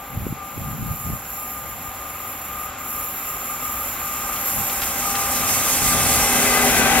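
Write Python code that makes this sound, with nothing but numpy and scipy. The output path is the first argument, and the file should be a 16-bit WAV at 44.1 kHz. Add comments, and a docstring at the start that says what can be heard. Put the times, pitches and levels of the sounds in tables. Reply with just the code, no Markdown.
"""High singing in the rails, with puffs of wind thumping on the microphone, then a growing roar:
a freight train behind two electric locomotives comes near in open country. Its sound runs ahead
through the steel, and its drive whines in bursts. Rough wheels shake the track and clack a few times,
power converters hum, and the fans and gears swell and sink in pitch as the locomotives arrive."""
import sys
import numpy as np
from scipy import signal
from scipy.fft import rfft, irfft, next_fast_len
from scipy.io import wavfile
from scipy.ndimage import uniform_filter1d, map_coordinates

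SR = 44100
rng = np.random.default_rng(int(sys.argv[2]) if len(sys.argv) > 2 else 0)


def put_to_file(sound):
    """Save the sound as 16-bit audio at rate SR, in the file named by the first command-line argument."""
    columns = np.atleast_2d(sound).T  # one column per channel
    safe = np.clip(columns, -1, 1)
    whole_steps = np.round(safe * 32767)
    wavfile.write(sys.argv[1], SR, whole_steps.astype(np.int16))


N = 308700
SPEED_M_S, SOUND_SPEED_M_S = 25, 343
TRACK_DISTANCE_M, ARRIVAL_S = 10, 7.15  # where and when the front would pass the listener


def amp(db):
    """Turn decibels into a gain."""
    return 10 ** (np.asarray(db) / 20)


def unit(x):
    """Scale a signal to an average strength (rms) of 1."""
    return x / np.sqrt(np.mean(x ** 2) + 1e-20)


def clock():
    """The time of every sample, in seconds."""
    return np.arange(N) / SR


def along(points, hz):
    """Read between (Hz, value) points on a logarithmic frequency scale."""
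    freqs, values = np.transpose(points)
    return np.interp(np.log(hz + 1), np.log(freqs + 1), values)


def curve(points):
    """Join (seconds, value) points into one value per sample."""
    return np.interp(clock(), *np.transpose(points))


def wobble(rate):
    """A smooth random curve through `rate` new values a second."""
    return map_coordinates(rng.standard_normal(int(N * rate / SR) + 4), [clock() * rate])


def swells(rows, edge_s):
    """A gain that rises, holds and falls for each (start, length, dB) row."""
    t = clock()
    return sum(amp(db) * np.exp(-(np.maximum(start - t, 0) + np.maximum(t - start - length, 0)) / edge_s)
               for start, length, db in rows)


def filtered(x, response):
    """Shape a sound by a function that gives the gain and phase at each frequency."""
    size = next_fast_len(N + SR // 2)
    return irfft(rfft(x, size) * response(np.fft.rfftfreq(size, 1 / SR)), size)[..., :N]


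def colour(points):
    """Turn (Hz, dB) points into a function from frequency to gain."""
    return lambda hz: amp(along(points, hz))


def noise(gain, patchy_db):
    """Stereo noise of strength 1, with randomly louder and softer patches."""
    # Each row: frequency in Hz, how alike left and right are (1 means the same).
    alike = [(60, .993), (500, .97), (1200, .88), (2200, .8), (3300, .58), (5500, .55), (7200, .75),
             (8400, .35), (9800, .82), (11000, .975), (13200, .975), (15000, .8)]
    spectrum = signal.stft(rng.standard_normal((2, N)), nperseg=512)[2]
    patches = uniform_filter1d(rng.standard_normal(spectrum.shape[1:]), size=6, axis=0)
    patches = uniform_filter1d(patches, size=14, axis=1)
    pair = signal.istft(spectrum * amp(patchy_db * unit(patches)), nperseg=512)[1][:, :N]
    spread = lambda hz: np.arccos(np.clip(along(alike, hz), 0, .995)) / 2
    mid, side = filtered(pair, lambda hz: gain(hz) * np.array([np.cos(spread(hz)), np.sin(spread(hz))]))
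    return unit(np.array([mid + side, mid - side]))


def tone(pitch_hz, scatter_hz, flutter_db):
    """A tone of strength 1; moving air makes its pitch and loudness waver."""
    phase = 2 * np.pi * np.cumsum(pitch_hz + scatter_hz * wobble(30)) / SR
    return unit(amp(flutter_db * wobble(14)) * np.sin(phase))


def metres_to_go():
    """How far the front of the train still has to roll to pass the listener."""
    return SPEED_M_S * (ARRIVAL_S - clock())


def nearing(growth):
    """The gain of a noise that grows as the train nears, over the steady sound of the far wagons."""
    near_db, reach_m, steepness, far_db = growth
    return np.hypot(amp(near_db) / np.hypot(1, metres_to_go() / reach_m) ** steepness, amp(far_db))


def from_near_rail(hz):
    """Sound from the near rail reaches the two microphone openings with unequal strength and timing."""
    # Each row: frequency in Hz, how far left is ahead of right in radians.
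    lead = [(100, 0), (700, .3), (1200, .68), (2700, .8), (4400, 1.6), (5700, 2.45), (7200, 3.65),
            (8400, 5.5), (9800, 2 * np.pi), (16000, 2 * np.pi)]
    # Each row: frequency in Hz, how much louder left is than right in dB.
    balance = [(200, 0), (800, 2), (1200, 6.3), (2400, 3), (5500, .3), (7200, -3.7), (8500, -2.6),
               (9800, 0)]
    half = np.array([[.5], [-.5]])
    return amp(half * along(balance, hz)) * np.exp(1j * half * along(lead, hz))


def from_train(x, lag_s=0.0001):
    """As the train swings to the left, its sound reaches the left opening earlier and stronger."""
    # The microphone's housing shades the far side.
    # Each row: frequency in Hz, share gained on the left and lost on the right with the train alongside.
    shadow = [(100, 0), (500, 0.24), (900, 0.31), (2000, 0.44), (4500, 0.18)]
    leftness = TRACK_DISTANCE_M / np.hypot(metres_to_go(), TRACK_DISTANCE_M)
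    sides = np.array([[1], [-1]]) * leftness
    shaded = x + sides * filtered(x, lambda hz: along(shadow, hz))
    return np.array([map_coordinates(channel, [(clock() + side * lag_s / 2) * SR])
                     for channel, side in zip(shaded, sides)])


def wind(apart_db=-6.5):
    """Puffs flutter a little differently left and right; the strongest eddies are push-pull thumps."""
    # Each row: start in seconds, length in seconds, level in dB.
    puffs = [(.15, 0.16, -31), (0.578, 0.17, -31.5), (.8, 0.13, -28), (1.065, 0.069, -28),
             (1.58, 0.28, -43), (4.567, .04, -31), (5.403, .22, -37), (5.82, .3, -31)]
    # Each row: frequency in Hz, relative level in dB.
    flutter = [(20, -32), (45, -8), (80, -3.5), (150, -3.5), (240, -12.5), (380, -28), (900, -55),
               (3000, -90)]
    # Each row: time in seconds, peak level in dB, pitch in Hz.
    thumps = [(.177, -16, 100), (.268, -16, 240), (.327, -17, 150), (.578, -22, 190), (1.102, -22, 150),
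              (1.135, -23, 130)]
    shared, apart = filtered(rng.standard_normal((2, N)), colour(flutter))
    out = swells(puffs, edge_s=0.028) * unit(shared + amp(apart_db) * np.array([apart, -apart]))
    for when, db, hz in thumps:
        phase = 2 * np.pi * hz * (clock() - when)
        out -= amp(db) * phase * np.exp((1 - phase ** 2) / 2)
    return out


def converters(hum_hz=795, lower_hz=765, beat_hz=43):
    """The power converters hum on two close notes, roughened by a beat."""
    # The upper note. Each row: time in seconds, level in dB.
    hum_levels = [(0, -49.5), (2.7, -52), (4.2, -47.5), (4.6, -38), (4.95, -40), (5.15, -31.5), (5.65, -42),
                  (6.3, -31.5), (7, -40)]
    beat = 1 + .25 * tone(beat_hz, scatter_hz=3, flutter_db=3)
    upper = amp(curve(hum_levels)) * tone(hum_hz, scatter_hz=3.37, flutter_db=0.5)
    lower = amp(-51) * tone(lower_hz, scatter_hz=8, flutter_db=3)
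    return beat * (upper + lower)


def drive_whine(beat_hz=44, between_bursts_db=-51.5):
    """The electric drive whines in a beating pair of tones, which come and go together."""
    # The main tone. Each row: time in seconds, pitch in Hz.
    pitches = [(0, 1197), (1, 1218), (2.4, 1210), (4.2, 1203), (6.1, 1201), (7, 1222)]
    # The upper tone. Each row: time in seconds, level in dB compared with the main tone.
    upper_levels = [(1, -27), (2.7, -5), (4, -2.5), (7, -11.5)]
    # Each row: start in seconds, length in seconds, level in dB.
    bursts = [(0, .13, -43.5), (.39, .16, -44.5), (.64, 0.09, -41.5), (.85, 0.082, -39), (1.01, .15, -40),
              (1.38, 0.35, -41.5), (1.87, 0.034, -39.5), (2, 0.43, -42), (2.5, 0.19, -35),
              (2.81, 0.286, -41), (3.28, 0.15, -43), (3.5, 0.027, -34.5), (3.64, 0.18, -35.5),
              (4.04, .38, -38.5), (4.56, .3, -46), (5.04, 0.23, -33), (5.35, 0.36, -38.5),
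              (5.86, 0.17, -31), (6.12, 0.091, -32.5), (6.27, 0.24, -42), (6.54, 0.1, -31.5),
              (6.76, .24, -44)]
    pitch_hz = curve(pitches)
    main = tone(pitch_hz, scatter_hz=3.03, flutter_db=1.9)
    upper = amp(curve(upper_levels)) * tone(pitch_hz + beat_hz, scatter_hz=2.79, flutter_db=4)
    return (swells(bursts, edge_s=0.019) + amp(between_bursts_db)) * (main + upper)


def wheel_clacks(fade_s=.06):
    """Wheels knock on the rail in a few short, bright clacks."""
    # Each row: start in seconds, level in dB.
    knocks = [(4.36, -32), (4.697, -26), (4.818, -23), (4.833, -26.5), (5.152, -22), (5.49, -21)]
    t = clock()
    blows = sum((t >= start) * amp(db - 60 * np.abs(t - start) / fade_s) for start, db in knocks)
    return blows * noise(colour([(800, -14), (2500, -6), (5200, -12), (9000, -28)]), patchy_db=0)


def rail_ring():
    """The rail bends between its sleepers (the cross beams under it) in a broad, hollow ring."""
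    # Each row: frequency in Hz, relative level in dB.
    ring = [(500, -22), (850, -13), (1040, 3.5), (1230, 5.5), (1400, 1), (1700, -17.5), (3000, -31.5),
            (6000, -70)]
    # In order: level alongside in dB, reach in metres, steepness beyond that, level far away in dB.
    growth = (-31, 62, 1.56, -55)
    return nearing(growth) * noise(colour(ring), patchy_db=0.5)


def rail_song(surge_share=0.28, hiss_full_m=31, hiss_loss_db_per_m=0.42):
    """Only a few ringing waves carry far along the steel; hiss fills in between as the wheels near."""
    # The rail's high resonances. Each row: pitch in Hz, width in Hz, relative level in dB.
    resonances = [(5520, 320, -11), (6925, 630, -3), (7270, 530, -1.5), (9100, 100, -28.5),
                  (9570, 230, -13), (10180, 280, -24), (10917, 410, -3), (11260, 260, -9.5),
                  (12160, 660, -1), (12560, 370, 1), (13000, 870, -2.5), (13550, 600, -14),
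                  (14350, 560, -14.5), (15100, 700, -11.5), (15600, 700, -10.5)]
    # The sharpest ones, heard as thin whistles, with the same columns.
    whistles = [(7534, 70, -1), (11212, 50, -4), (11762, 50, -6), (12280, 50, 0), (12779, 55, 1)]
    # Each row: time in seconds, relative level of the singing in dB.
    singing = [(0.0, -42), (0.27, -40), (0.39, -44.5), (0.56, -39), (0.86, -37.5), (0.94, -33.5),
               (1.25, -37.5), (1.3, -32.5), (1.93, -37.5), (2.63, -33.5), (2.77, -48), (2.79, -37),
               (2.92, -29), (3.61, -32), (3.8, -28.5), (4.25, -32), (4.46, -25), (5.11, -29.5), (5.46, -26),
               (6.22, -25.5), (6.26, -27.5), (6.78, -25), (6.82, -35), (7.0, -27)]
    # Each row: frequency in Hz, relative level in dB.
    hiss_shape = [(1500, -43.5), (3200, -7.5), (4900, -6.5), (5600, -1), (6100, .5), (7200, 2), (7900, -2),
                  (8800, -1), (9300, -3.5), (10200, -3), (11600, -2), (12800, -8.5), (15800, -12.5)]
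    # The highest waves surge fully; lower waves and hiss follow only a share of each surge.
    surging_db = curve(singing)
    trend_db = uniform_filter1d(surging_db, size=SR, mode="nearest")
    calm_db = trend_db + surge_share * (surging_db - trend_db)
    peaks = lambda hz: np.sqrt(sum((amp(db) / (1 + (2 * (hz - pitch) / width) ** 2) ** 2) ** 2
                                   for pitch, width, db in resonances + whistles))
    # Many close resonances ripple each band into thin lines.
    grain = rng.standard_normal(1024)
    ripple = lambda hz, spacing_hz=28: amp(1.5 * map_coordinates(grain, [hz / spacing_hz], mode="wrap"))
    shimmer_db = .9 * wobble(20) + .4 * wobble(60)
    song = amp(1.5) * noise(lambda hz: peaks(hz) * ripple(hz), patchy_db=0.3)
    high = filtered(song, lambda hz: hz > 10500)
    loss_db = hiss_loss_db_per_m * np.maximum(metres_to_go() - hiss_full_m, 0)
    hiss = amp(9 - loss_db) * noise(lambda hz: colour(hiss_shape)(hz) * ripple(hz), patchy_db=1.2)
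    # Song and hiss share the strength that the rail carries.
    share = 1 / np.hypot(1, amp(-0.5 - loss_db))
    return amp(shimmer_db) * share * (amp(surging_db) * high + amp(calm_db) * (song - high + hiss))


def fans_and_gears():
    """Each swells as its grille comes into view, and sinks in pitch as it closes in more slowly."""
    # Each row: pitch at rest in Hz, time alongside in seconds, loudest time in seconds,
    # swell length in seconds, level in dB, pitch waver in Hz.
    machines = [(229.5, 7.4, 6.75, .4, -29, 3), (381.5, 7.3, 6.6, .2, -30.5, 3),
                (712, 7.7, 6.4, .4, -36, 3), (724, 7.7, 6.95, .17, -27.5, 8), (757, 7.5, 6.6, .25, -35, 6),
                (1483, 7.1, 6.6, .24, -33.5, 2), (1447, 7.7, 6.9, .13, -29.5, 9),
                (1908, 7.15, 6.55, .4, -31, 2), (1858, 7.4, 6.9, .14, -30.5, 4),
                (2200, 7.15, 6.55, .3, -42, 4), (2436, 7.05, 6.45, .5, -34, 2)]
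    t, out = clock(), np.zeros(N)
    for rest_hz, alongside_s, loudest_s, length_s, db, scatter_hz in machines:
        away_m = SPEED_M_S * (alongside_s - t)
        closing_m_s = SPEED_M_S * away_m / np.hypot(away_m, TRACK_DISTANCE_M)
        heard_hz = rest_hz / (1 - closing_m_s / SOUND_SPEED_M_S)  # the Doppler effect
        swell = amp(db) / np.hypot(1, (t - loudest_s) / length_s) ** 1.4
        out += swell * tone(heard_hz, scatter_hz, flutter_db=1.6)
    return out


def rolling():
    """Rough wheels make the ground rumble, the sleepers roar and the wheels themselves rush."""
    # The tone colour of each noise. Each row: frequency in Hz, relative level in dB.
    rumble = [(18, -28), (30, -6), (42, -2), (75, 0.5), (120, -6), (200, -14.5), (400, -37), (1000, -80)]
    roar = [(60, -60), (130, -5.5), (180, -2), (245, 1.5), (340, -4), (450, -3.5), (560, 2), (630, -2),
            (790, 3), (900, -1.5), (1300, -16), (4000, -62)]
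    rush = [(600, -33), (1400, -3.5), (1560, 2.5), (1750, -3.5), (2000, 0), (2400, 0.5), (3000, -5),
            (4200, -10.5), (5000, -15), (6400, -15), (8000, -46), (12000, -62)]
    # Each lists: level alongside in dB, reach in metres, steepness beyond that, level far away in dB.
    rumble_growth = (-31.5, 37, 2, -47)
    roar_growth = (-22, 24, 1.72, -43)
    rush_growth = (-20, 15, 1.18, -51)
    ground = nearing(rumble_growth) * noise(colour(rumble), patchy_db=1.15)
    sleepers = nearing(roar_growth) * noise(colour(roar), patchy_db=0.57)
    wheels = nearing(rush_growth) * noise(colour(rush), patchy_db=0.74)
    return ground + sleepers + wheels


def scene():
    """Part of the train's sound comes through the air; part runs ahead and leaves the near rail."""
    through_air = from_train(rolling() + converters() + fans_and_gears() + wheel_clacks())
    through_rail = filtered(rail_ring() + rail_song() + drive_whine(), from_near_rail)
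    return through_air + through_rail + wind()


def record(dry):
    """The very highest treble is cut off."""
    return filtered(dry, lambda hz: hz < 15780)


dry = scene()
out = record(dry)
put_to_file(out)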